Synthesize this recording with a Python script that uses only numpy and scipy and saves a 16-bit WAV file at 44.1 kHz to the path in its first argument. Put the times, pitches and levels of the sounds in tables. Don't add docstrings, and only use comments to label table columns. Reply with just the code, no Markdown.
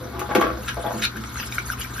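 import sys
import numpy as np
from scipy import signal
from scipy.fft import rfft, irfft, next_fast_len
from scipy.io import wavfile
from scipy.ndimage import uniform_filter1d

SR = 44100
rng = np.random.default_rng(int(sys.argv[2]) if len(sys.argv) > 2 else 0)


def invert_db(x):
    u = np.asarray(x, float) / 20
    return 10 ** u


def to_wav(s):
    ch = np.atleast_2d(s).T
    pcm = np.round(np.clip(ch, -1, 1) * 32767)
    wavfile.write(sys.argv[1], SR, pcm.astype(np.int16))


N = 88200


def evened(x):
    return x / np.sqrt(np.mean(x ** 2) + 1e-20)


def read(points, hz):
    f, value = np.transpose(points)
    return np.interp(np.log(hz + 1), np.log(f + 1), value)


def curve(rows):
    return np.interp(np.arange(N) / SR, *np.transpose(rows))


def add(mix, s, sound):
    part = mix[round(s * SR):][:len(sound)]
    part += sound[:len(part)]


def resonate(x, hz, width):
    r = np.exp(-np.pi * width / SR)
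    return 2 * signal.lfilter([1 - r], [1, -r * np.exp(2j * np.pi * hz / SR)], x).real


def clicks(per_s, spread_db):
    chance, size, sign = rng.random(N), rng.exponential(1, N), rng.standard_normal(N)
    heights = np.sign(sign) * invert_db(spread_db * np.minimum(size, 4))
    present = np.clip((per_s / SR - chance) * 5000, 0, 1)
    return evened(heights * present)


# f/Hz, relative level/dB, t60/s
WALL_MODES = [(222.8, 8.5, 0.45), (336.7, 2.5, 1), (367.7, -6, 0.78), (508.3, 1.5, 0.46),
              (622, 14.5, 0.019), (685, 1, 0.1), (832.6, -2, 0.59), (905, 5.5, 0.021), (1148, 3, 0.16),
              (1372, 3.5, 0.026), (1556, -6.5, 0.098), (1634, -10, 0.16), (2164, -2.5, 0.11),
              (3194, 2.5, 0.053)]
# start t/s, length t/s, level/dB of the ringing before its fades,
# middle f/Hz of the modes reached, spread/octaves
WALL_TOUCHES = [(0, 0.09, -37, 410, 0.54), (0.125, 0.15, -35.5, 386, 0.12), (.13, 0.085, -35, 890, 0.48),
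                (.214, 0.0074, -22, 970, 0.71), (.289, 0.02, -25.5, 950, 1.3),
                (.313, 0.0058, -22.5, 1070, 0.65), (0.35, 0.044, -17, 344, 0.4),
                (0.35, 0.008, -12.5, 1090, 1.8), (0.396, 0.012, -22, 1040, 0.45),
                (.412, 0.0053, -14, 1520, 1), (.424, 0.05, -24.5, 1206, 0.33), (.43, 0.037, -26, 456, 0.65),
                (.497, 0.049, -33.5, 1180, 0.17), (0.493, 0.064, -36, 477, 1.1),
                (0.559, 0.1, -45.5, 470, 0.27), (0.684, 0.018, -26, 1465, 0.15),
                (0.769, 0.015, -26, 594, 0.85), (0.838, 0.039, -25.5, 690, 0.83),
                (.905, 0.02, -25.5, 850, 0.82), (0.929, 0.081, -33, 290, 0.97),
                (1.151, 0.026, -32, 245, 0.54)]
RUB_PER_S, RUB_SPREAD_DB = 900, 3
FIRST_SLIP = 45
BODY_DB = -7
SOFT_START, TOUCH_RELEASE_S = 0.11, 0.031
WALL_CUT_HZ = 193


def wall():
    slips, out, t = clicks(RUB_PER_S, RUB_SPREAD_DB), np.zeros(N), np.arange(SR // 4) / SR
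    hz, db, t60 = np.transpose(WALL_MODES)[:, :, None]
    modes = invert_db(db - 60 * t / t60) * np.sin(2 * np.pi * hz * t)
    for s, length, level_db, middle_hz, octaves in WALL_TOUCHES:
        drive = slips[round(s * SR):][:len(t)] + FIRST_SLIP * (t == 0)
        reach = np.exp(-(np.log2(hz / middle_hz) / octaves) ** 2)
        ringing = signal.fftconvolve(drive, (reach * modes).sum(0))[:len(t)]
        width = octaves * middle_hz
        body = resonate(resonate(drive, middle_hz, width), middle_hz, width)
        touching = t < length
        sound = ringing / np.std(ringing[touching]) + invert_db(BODY_DB) * body / np.std(body[touching])
        rise = np.minimum(t / (SOFT_START * length), 1)
        damping = np.exp(-np.maximum(t - length, 0) / TOUCH_RELEASE_S)
        add(out, s, invert_db(level_db) * sound * rise * damping)
    return signal.sosfilt(signal.butter(3, WALL_CUT_HZ, "high", fs=SR, output="sos"), out)


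# t/s, fizz level/dB before SWISH_OVER_DB
SWISH_LEVEL = [(0, -55), (.17, -59.5), (.24, -55.5), (.45, -50.5), (.56, -59.5), (.61, -49.5), (.67, -46.5),
               (.73, -52.5), (.9, -50.5), (.94, -49.5), (1.0, -43.5), (1.05, -38.5), (1.075, -54),
               (1.13, -56), (1.27, -50.5), (1.39, -45.5), (1.47, -41.5), (1.495, -55), (1.53, -40.5),
               (1.6, -43.5), (1.635, -57.5), (1.67, -46), (1.72, -39.5), (1.77, -56.5), (1.8, -39),
               (1.85, -43.5), (1.88, -53.5), (2, -43.5)]
# f/Hz, relative level/dB
SWISH_TONE_CURVE = [(600, -9), (1500, 4.5), (3000, 0), (4500, -3), (7000, 1.5), (11000, -3.5), (14500, -8),
                    (16200, -21)]
# f/Hz, first-pass width f/Hz, relative level/dB
GURGLE_MODES = [(1400, 230, 9), (2140, 96, -1), (3680, 910, 3)]
SWISH_OVER_DB, SWISH_PER_S, SWISH_SPREAD_DB = 8, 5000, 2
PATCH_DB = 6
GURGLE_DB, GURGLE_FOLLOWS = -43, 0.13


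def swish():
    hz, t, z = signal.stft(clicks(SWISH_PER_S, SWISH_SPREAD_DB), SR, nperseg=256, noverlap=192)
    patches = uniform_filter1d(rng.standard_normal(z.shape), size=5, axis=0)
    patches = evened(uniform_filter1d(patches, size=12, axis=1))
    tone_db = read(SWISH_TONE_CURVE, hz)[:, None] + PATCH_DB * patches
    fizz = signal.istft(z * invert_db(tone_db), nperseg=256, noverlap=192)[1][:N]
    drops = clicks(1500, 3.5)
    gurgle = sum(invert_db(db) * evened(resonate(resonate(drops, f, w), f, 4.7 * w)) for f, w, db in GURGLE_MODES)
    db = curve(SWISH_LEVEL)
    gurgle_db = GURGLE_DB + GURGLE_FOLLOWS * (db - db.mean())
    return invert_db(db + SWISH_OVER_DB) * evened(fizz) + invert_db(gurgle_db) * evened(gurgle)


# f/Hz, first-pass width f/Hz (unused by the middle row), rms level/dB
HUM_TONES = [(58, 14.4, -37.5), (120.2, 2, -40.5), (218.6, 15.3, -48)]
# f/Hz, relative level/dB per Hz
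FLOOR_TONE = [(40, -50), (90, -18), (230, -4), (600, -19), (1200, -12), (3000, -35)]
FLOOR_DB = -40.5


def hum():
    noise = rng.standard_normal((len(HUM_TONES) + 1, N))
    tones = sum(invert_db(db) * evened(resonate(resonate(z, hz, w), hz, 3 * w))
                for (hz, w, db), z in zip(HUM_TONES[::2], noise))
    hz, _, db = HUM_TONES[1]
    waver = 1 + 0.24 * evened(resonate(noise[2], 5.6, 6.7))
    line = np.sqrt(2) * invert_db(db) * np.sin(2 * np.pi * hz * np.arange(N) / SR) * waver
    air = irfft(rfft(noise[-1]) * invert_db(read(FLOOR_TONE, np.fft.rfftfreq(N, 1 / SR))), N)
    return tones + line + invert_db(FLOOR_DB) * evened(air)


# t/s, treble level/dB and 2-4 kHz part level/dB before decay,
# decay constant t/s
WALL_CRACKS = [(.194, -31, -35, 0.017), (.351, -25.5, -21.5, 0.014), (0.411, -29.5, -27, 0.013),
               (1.166, -37, -46, 0.008), (1.239, -58, -32.5, 0.0019), (1.399, -39, -27, 0.0059),
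               (1.524, -54, -30.5, 0.0015), (1.583, -55, -29.5, 0.0078)]
CRACK_SNAP = 7


def cracks():
    out, t = np.zeros(N), np.arange(4000) / SR
    for (s, db, mid_db, decay_s), z in zip(WALL_CRACKS, rng.standard_normal((len(WALL_CRACKS), 4000))):
        z = z + CRACK_SNAP * (t == 0)
        treble = evened(resonate(z, 8000, 6000))
        mid = evened(resonate(resonate(z, 2240, 3000), 2270, 3200))
        add(out, s, (invert_db(db) * treble + invert_db(mid_db) * mid) * np.exp(-t / decay_s))
    return out


# start t/s, length t/s before the tail, level/dB once risen
BOTTOM_RASPS = [(0.675, 0.017, -24.5), (1.014, 0.039, -22.5)]
# f/Hz, width f/Hz of each of two passes, relative level/dB
RASP_RESONANCES = [(1400, 110, 1), (1640, 250, 1.5), (2320, 860, 4.5), (3150, 420, -2.5), (3700, 270, 3),
                   (5470, 7100, 4), (11200, 4000, -9)]
RASP_PER_S, RASP_SPREAD_DB = 3500, 3.5
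RASP_RISE_S, RASP_TAIL_S = 0.0096, 0.012


def rasps():
    t, slips, body = np.arange(N) / SR, clicks(RASP_PER_S, RASP_SPREAD_DB), np.zeros(N)
    for k, (hz, w, db) in enumerate(RASP_RESONANCES):
        body += (-1) ** k * invert_db(db) * evened(resonate(resonate(slips, hz, w), hz, w))
    envelope = np.zeros(N)
    for s, length, db in BOTTOM_RASPS:
        tail = np.exp(-np.maximum(t - s - length, 0) / RASP_TAIL_S)
        envelope += invert_db(db) * np.clip((t - s) / RASP_RISE_S, 0, 1) * tail
    return evened(body) * envelope


# t/s (peak comes TICK_S later), peak level/dB, f/Hz
GRIT_TICKS = [(.866, -26.5, 3450), (1.031, -22, 2900), (1.039, -11.5, 3790), (1.043, -16, 4070),
              (1.051, -13.5, 4140), (1.372, -28.5, 4200), (1.408, -24.5, 4820), (1.813, -35, 3660)]
TICK_S = 0.00091


def ticks():
    t, out = np.arange(300) / SR, np.zeros(N)
    shape = np.exp(-(t / TICK_S - 2) ** 2 / 2)
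    for s, db, hz in GRIT_TICKS:
        add(out, s - TICK_S, invert_db(db) * np.sin(2 * np.pi * hz * t) * shape)
    return out


# t/s (peak comes PLOP_S later), fundamental's peak level/dB, f/Hz,
# overtone level/dB against the fundamental
AIR_PLOPS = [(1.16, -25.5, 1515, -17), (1.1715, -26, 1670, -13.5), (1.2396, -25.5, 1337, -21),
             (1.358, -27, 1320, -4), (1.3715, -25, 1540, -27), (1.4021, -24, 1670, -28),
             (1.431, -24, 1400, -10), (1.5234, -23.5, 2350, -3), (1.5827, -12.5, 1425, -5),
             (1.6014, -25.5, 2300, -24), (1.701, -13.5, 1466, -36), (1.734, -21, 1310, -18),
             (1.8116, -29.5, 1406, -6), (1.847, -28, 1485, 0.5), (1.9621, -26.5, 1400, -22),
             (1.982, -25.5, 1560, -12), (1.9945, -20.5, 1530, -11)]
PLOP_S, PLOP_OVERTONE = 0.001354, 1.578


def plops():
    t, out = np.arange(600) / SR, np.zeros(N)
    shape = np.exp(-(t / PLOP_S - 2) ** 2 / 2)
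    for s, db, hz, over_db in AIR_PLOPS:
        overtone = invert_db(over_db) * np.sin(2 * np.pi * PLOP_OVERTONE * hz * t)
        tone = np.sin(2 * np.pi * hz * t) + overtone
        add(out, s - PLOP_S, invert_db(db) * tone * shape)
    return out


# f/Hz, phase/rad
CHANNEL_PHASE = [(3800, 0), (5600, -1), (7600, -np.pi), (9400, -np.pi), (11400, -2 * np.pi),
                 (13800, -2 * np.pi), (15200, -3 * np.pi)]
# f/Hz, share
DIRECT_SHARE = [(150, .99), (600, .65), (1400, .78), (4000, .55), (7000, .85), (7700, .99)]
# f/Hz, level/dB
LEFT_OVER_RIGHT = [(1000, 2), (2500, 3.5), (7500, 0)]
ROOM_T60_S = 0.12
FRONTAL = 0.56


def scene():
    size = next_fast_len(N + SR)
    t, hz = np.arange(SR // 2) / SR, np.fft.rfftfreq(size, 1 / SR)
    taps = rng.standard_normal((2, len(t))) * invert_db(-60 * t / ROOM_T60_S) * (t > .002)
    front, sides = rfft(taps / np.linalg.norm(taps[0]), size)
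    tails = np.array([FRONTAL * front + sides, FRONTAL * front - sides])
    share = np.clip(read(DIRECT_SHARE, hz), 0, 1)
    side = np.array([[.5], [-.5]])
    direct = np.sqrt(share) * np.exp(1j * side * read(CHANNEL_PHASE, hz))
    channels = invert_db(side * read(LEFT_OVER_RIGHT, hz)) * (direct + np.sqrt(1 - share) * tails)
    sources = wall() + swish() + hum() + cracks() + rasps() + ticks() + plops()
    return irfft(rfft(sources, size) * channels, size)[:, :N]


def band_limit(x):
    return signal.sosfilt(signal.butter(12, 16430, fs=SR, output="sos"), x)


def record(dry):
    bass_cut = signal.butter(4, 58, "high", fs=SR, output="sos")
    mix = signal.sosfilt(bass_cut, dry)
    return band_limit(mix)


dry = scene()
out = record(dry)
to_wav(out)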